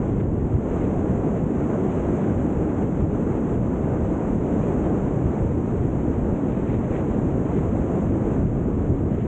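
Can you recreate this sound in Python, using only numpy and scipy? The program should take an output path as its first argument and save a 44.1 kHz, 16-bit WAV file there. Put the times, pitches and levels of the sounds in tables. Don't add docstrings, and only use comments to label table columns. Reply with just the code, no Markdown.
import sys
import numpy as np
from scipy import signal
from scipy.fft import rfft, irfft, next_fast_len
from scipy.io import wavfile
from scipy.ndimage import uniform_filter1d, minimum_filter1d

SR = 44100
rng = np.random.default_rng(int(sys.argv[2]) if len(sys.argv) > 2 else 0)


def transcribe(signal):
    frames = np.atleast_2d(signal).T
    limited = np.clip(frames, -1, 1)
    pcm = np.round(limited * 32767).astype(np.int16)
    wavfile.write(sys.argv[1], SR, pcm)


def convert_level_to_amplitude(level_db):
    exponent = np.asarray(level_db, float) / 20
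    return 10 ** exponent


N = 408807

# time_s, level_db
AIR_STREAM = [(0, -65.5), (.3, -70.5), (.55, -67.5), (.72, -64), (1.3, -64), (2.1, -62.5), (2.7, -64.5),
              (3.0, -64.5), (3.4, -64.5), (3.7, -65.5), (4.65, -62), (5.2, -64.5), (5.9, -65.5), (6.5, -66),
              (7.9, -63.8), (8.36, -64), (8.48, -68), (9.27, -68)]
USUAL_STREAM_DB = -65

# pitch_hz, level_db (per Hz)
BUFFET_COLOUR = [(10, -44.5), (20, -13), (35, -8.5), (55, -1.5), (90, -1), (130, -3), (220, -21.5),
                 (400, -49)]
ROAR_COLOUR = [(50, -29), (90, -14.5), (140, -2.5), (200, -0.5), (300, -3.5), (400, -9), (600, -23.5),
               (1000, -41), (2500, -81.5)]
RUSH_COLOUR = [(170, -21), (300, -0.5), (450, -0.5), (700, -8), (1000, -14.5), (1500, -23), (2200, -37),
               (3500, -56), (5000, -64.5), (9000, -99)]
# pitch_hz, level_db (per Hz)
FLUTTER_COLOUR = [(900, -27.5), (1500, -2), (2000, -1), (2600, -6), (3300, -14), (4000, -23.5),
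                  (4600, -37.5), (6000, -67)]
# pitch_hz, level_db (per Hz)
PORT_COLOUR = [(4300, -37.5), (5000, -19.5), (5600, -10.5), (6180, -1.5), (6780, 2), (7560, -0.5),
               (8100, -6.5), (8510, -11), (9000, -23), (9400, -33), (9800, -53.5)]

# level_db in the usual stream,
# then its change per dB of stream, of gust, of thump and of wake (all dB per dB)
BUFFET_RESPONSE = (-28.5, -0.26, 0.2, 1.13, 1.0)
ROAR_RESPONSE = (-24.5, 0.18, 0.04, 0.07, -.1)
RUSH_RESPONSE = (-31, 0.75, 0.96, 0, -.1)
CLOTH_RESPONSE = (-56, 0.7, 0.83, 0.04, -.1)
PORT_RESPONSE = (-65, 1.0, .9, 0.06, 0.0)

# time_s, change_db
THUMPS = [(0.14, 5.3), (0.279, 2.8), (0.444, 4.5), (0.549, 8.1), (1.137, 3.2), (1.621, 2.1), (2.085, 1.6),
          (2.36, 3.8), (2.589, 1.7), (2.873, 2.6), (3.038, 6.4), (3.582, 4), (4.026, 4.6), (5.258, 5.3),
          (5.443, 7.6), (5.817, 4.2), (6.081, 4.3), (6.206, 2.1), (6.311, 4.7), (6.79, 2.6), (7.388, 2.5),
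          (7.663, 4), (7.797, 1.7), (8.092, 5.7), (8.451, 5), (8.915, 4.8), (9.029, 1.7), (9.174, 3)]
# time_s, change_db
LULLS = [(0.619, -6), (1.277, -8), (1.522, -6.5), (1.701, -9), (1.821, -4), (2.22, -12.5), (2.519, -4.7),
         (2.719, -7), (2.933, -6), (3.178, -1), (3.457, -6), (3.717, -3.4), (4.22, -9), (4.485, -4),
         (5.353, -7), (6.405, -6.6), (6.984, -2), (7.463, -6), (7.862, 0.5), (7.967, -2.5)]
# time_s, change_db
GUSTS = [(0.095, 0.8), (0.299, -1), (0.464, 0.5), (0.584, -1.7), (0.778, 1.5), (1.447, -2.2), (1.527, -0.7),
         (1.721, 1.5), (2.18, 1.2), (2.814, 2.3), (2.898, -1.7), (3.073, -3.5), (3.312, 1.2), (3.507, 1.5),
         (3.602, -1.5), (4.395, -2.5), (4.664, 0.5), (5.393, 1.4), (5.567, -1.8), (6.969, 3), (7.363, -0.8),
         (7.568, 0.8), (7.972, 1.2), (8.117, -2.5), (8.316, 1), (8.486, -1), (8.83, 1), (9.034, -2.2)]
# time_s, change_db
WAKE = [(0, -1), (.6, 0.5), (1.0, 0), (1.6, -1), (2.4, .5), (3.9, 0), (4.4, 1), (5.0, 0), (5.5, 1.5),
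        (6.4, -.5), (7.6, 1), (8.0, 0.5), (8.5, 2), (9.27, 0.5)]
# time_s, change_db
SURGES = [(0.135, 2.0), (1.048, 2.4), (1.262, 2.1), (1.527, 1.4), (1.806, 2.5), (2.255, 3.8), (2.464, 1.5),
          (2.619, 1.4), (3.048, 1.7), (3.432, 1.0), (3.986, 1.2), (4.325, 1.5), (4.53, 1.8), (4.679, 1.5),
          (4.939, 2.5), (5.532, 1.1), (6.086, 1.4), (6.465, 2.3), (7.249, 2.8), (7.987, 2.2), (8.246, 1.2),
          (8.391, 1.8), (8.93, 1.5), (9.089, 1.2)]
# time_s, change_db
SLACKS = [(.3, 0), (.5, -3), (.62, -4), (.7, -5), (2.35, -2.5), (3.6, -2.5), (5.35, -2), (5.47, -2),
          (5.69, -5), (6.0, -2.5), (6.15, -5), (6.39, -0.5), (6.92, -5), (7.7, -4.5), (8.5, -2),
          (8.86, -1.5), (9.02, 0), (9.2, -3)]
# time_s, change_db
SWEEPS = [(.45, -1.5), (1.45, -1.5), (1.74, 1), (2.94, -1), (3.95, 2), (4.26, 1.5), (4.35, -2.5), (4.9, 2),
          (5.35, 1.5), (5.5, -1), (5.9, -1.5), (6.3, 1), (6.45, 1), (6.75, -2), (7.3, 0.5), (7.72, 0),
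          (8.5, -2), (8.62, 1), (9.2, -2.5)]
# time_s, change_db
LOOSE_CLOTH = [(0.2, 1), (0.3, -1.5), (0.78, 2), (1.95, 3), (2.25, 2.5), (4.65, 1.5), (6.55, 3), (6.72, 5),
               (6.95, 4), (7.17, 3), (7.56, 3.1), (9.2, 4)]
THUMP_S, LULL_S, GUST_S, SURGE_S, SWEEP_S, LOOSE_S = 0.028, 0.026, 0.035, 0.02, 0.04, 0.06

# pitch_hz,
# level_db (per Hz)
WHINE_COLOUR = [(15450, -26.5), (15600, -8.5), (15710, 0.5), (15770, -6.5), (15830, -24.5)]
SIZZLE_COLOUR = [(10900, -21), (11300, -5), (11600, -1.5), (11900, 1.5), (12200, -1.5), (12600, -20)]
WHINE_UNDER_STREAM_DB, SIZZLE_DB = -33.5, -103

# start_s, peak_db
FLAPS = [(0.199, -37), (0.207, -40), (0.2314, -49), (0.626, -44), (0.7731, -43), (0.81, -37), (2.72, -45),
         (5.1886, -46), (6.519, -40), (6.685, -42), (6.696, -38), (6.74, -36), (6.933, -44), (6.9505, -37),
         (6.962, -39), (7.1107, -44), (7.5694, -37), (8.332, -48), (9.11, -48)]
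# pitch_hz, level_db (per Hz)
SNAP_COLOUR = [(600, -31), (1300, -1), (2200, 0.5), (3000, -8), (3700, -17.5), (4300, -29.5), (5500, -58)]
FLAP_RISE_S = 0.0024


def evened(x):
    return x / np.sqrt(np.mean(x ** 2) + 1e-20)


def control(table):
    time_s, level_db = np.transpose(table)
    return np.interp(np.arange(N) / SR, time_s, level_db)


def swells(events, width_s):
    t = np.arange(0, N / SR + 0.01, 0.002)
    time_s, change_db = np.transpose(events)
    bells = np.exp(-((t - time_s[:, None]) / width_s) ** 2 / 2)
    return np.interp(np.arange(N) / SR, t, change_db @ bells)


def lumps(lo_hz, hi_hz):
    t = np.arange(0, N / SR + 0.01, 0.001)
    rates_hz = np.geomspace(lo_hz, hi_hz, num=40)
    phases = rng.random(40)
    swell = sum(np.sin(2 * np.pi * (f * t + p)) / f ** 0.13 for f, p in zip(rates_hz, phases))
    return np.interp(np.arange(N) / SR, t, evened(swell))


def coloured(spectrum):
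    length = next_fast_len(N)
    pitch_hz, level_db = np.transpose(spectrum)
    bins_hz = np.fft.rfftfreq(length, 1 / SR)
    gain_db = np.interp(np.log(bins_hz + 1), np.log(pitch_hz + 1), level_db, -150, -150)
    white = rfft(rng.standard_normal(length))
    return evened(irfft(white * convert_level_to_amplitude(gain_db), length)[:N])


def steadied(x, share, size):
    power = uniform_filter1d(uniform_filter1d(x ** 2, size), size)
    return evened(x / (power + 1e-3) ** (np.clip(share, 0, 1) / 2))


def eddies(noise, level_db, gusts_db, own_db):
    return convert_level_to_amplitude(level_db + gusts_db + own_db * lumps(4, 60)) * noise


def air_movements():
    stream = control(AIR_STREAM) - USUAL_STREAM_DB
    thumps = swells(THUMPS, THUMP_S) + swells(LULLS, LULL_S)
    return np.array([np.ones(N), stream, swells(GUSTS, GUST_S), thumps, control(WAKE)])


def buffeting(air, gusts):
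    noise = steadied(coloured(BUFFET_COLOUR), 0.43, size=1500)
    return eddies(noise, np.array(BUFFET_RESPONSE) @ air, 0.39 * gusts, own_db=1.0)


def roar(air, gusts):
    noise = steadied(coloured(ROAR_COLOUR), 0.45, size=1200)
    bunching_db = swells(SURGES, SURGE_S) + swells(SLACKS, SURGE_S)
    level_db = np.array(ROAR_RESPONSE) @ air + bunching_db
    return eddies(noise, level_db, 0.26 * gusts, own_db=1.1)


def rush(air, gusts):
    noise = steadied(coloured(RUSH_COLOUR), 0.15, size=1200)
    level_db = np.array(RUSH_RESPONSE) @ air + swells(SWEEPS, SWEEP_S)
    return eddies(noise, level_db, 0.46 * gusts, own_db=0.24)


def cloth_flutter(air, gusts):
    level_db = np.array(CLOTH_RESPONSE) @ air + swells(LOOSE_CLOTH, LOOSE_S)
    return eddies(coloured(FLUTTER_COLOUR), level_db, 0.27 * gusts, own_db=0.9)


def port_hiss(air, gusts):
    return eddies(coloured(PORT_COLOUR), np.array(PORT_RESPONSE) @ air, 0.45 * gusts, own_db=0.25)


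def wind():
    air = air_movements()
    gusts = lumps(5, 90)
    out = buffeting(air, gusts)
    out += roar(air, gusts)
    out += rush(air, gusts)
    out += cloth_flutter(air, gusts)
    return out + port_hiss(air, gusts)


def whine_and_sizzle():
    whine_db = control(AIR_STREAM) + WHINE_UNDER_STREAM_DB + 3.5 * lumps(2.5, 30)
    whine = convert_level_to_amplitude(whine_db) * coloured(WHINE_COLOUR)
    return whine + convert_level_to_amplitude(SIZZLE_DB) * coloured(SIZZLE_COLOUR)


def cloth_flaps():
    t = np.arange(N) / SR
    puffs = np.zeros(N)
    for start_s, peak_db in FLAPS:
        u = np.clip((t - start_s) / FLAP_RISE_S, 0, 50)
        puffs += convert_level_to_amplitude(peak_db - 9.5) * u * np.exp(1 - u)
    return puffs * coloured(SNAP_COLOUR)


def scene():
    return (wind() + whine_and_sizzle() + cloth_flaps())[None]


def band_limit(x):
    return signal.sosfilt(signal.butter(12, 15830, fs=SR, output="sos"), x)


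def record(dry):
    power_db = 10 * np.log10(uniform_filter1d(dry[0] ** 2, size=1300) + 1e-12)
    over_db = uniform_filter1d(power_db + 19, size=900)
    levelled = dry[0] / convert_level_to_amplitude(0.064 * over_db)
    room = np.minimum(convert_level_to_amplitude(-9.3) / (abs(levelled) + 1e-9), 1)
    room = minimum_filter1d(room, size=801)
    limited = levelled * uniform_filter1d(uniform_filter1d(room, size=400), size=400)
    soft_ends = signal.windows.tukey(N, 160 / N)
    return band_limit((limited * soft_ends)[None])


dry = scene()
out = record(dry)
transcribe(out)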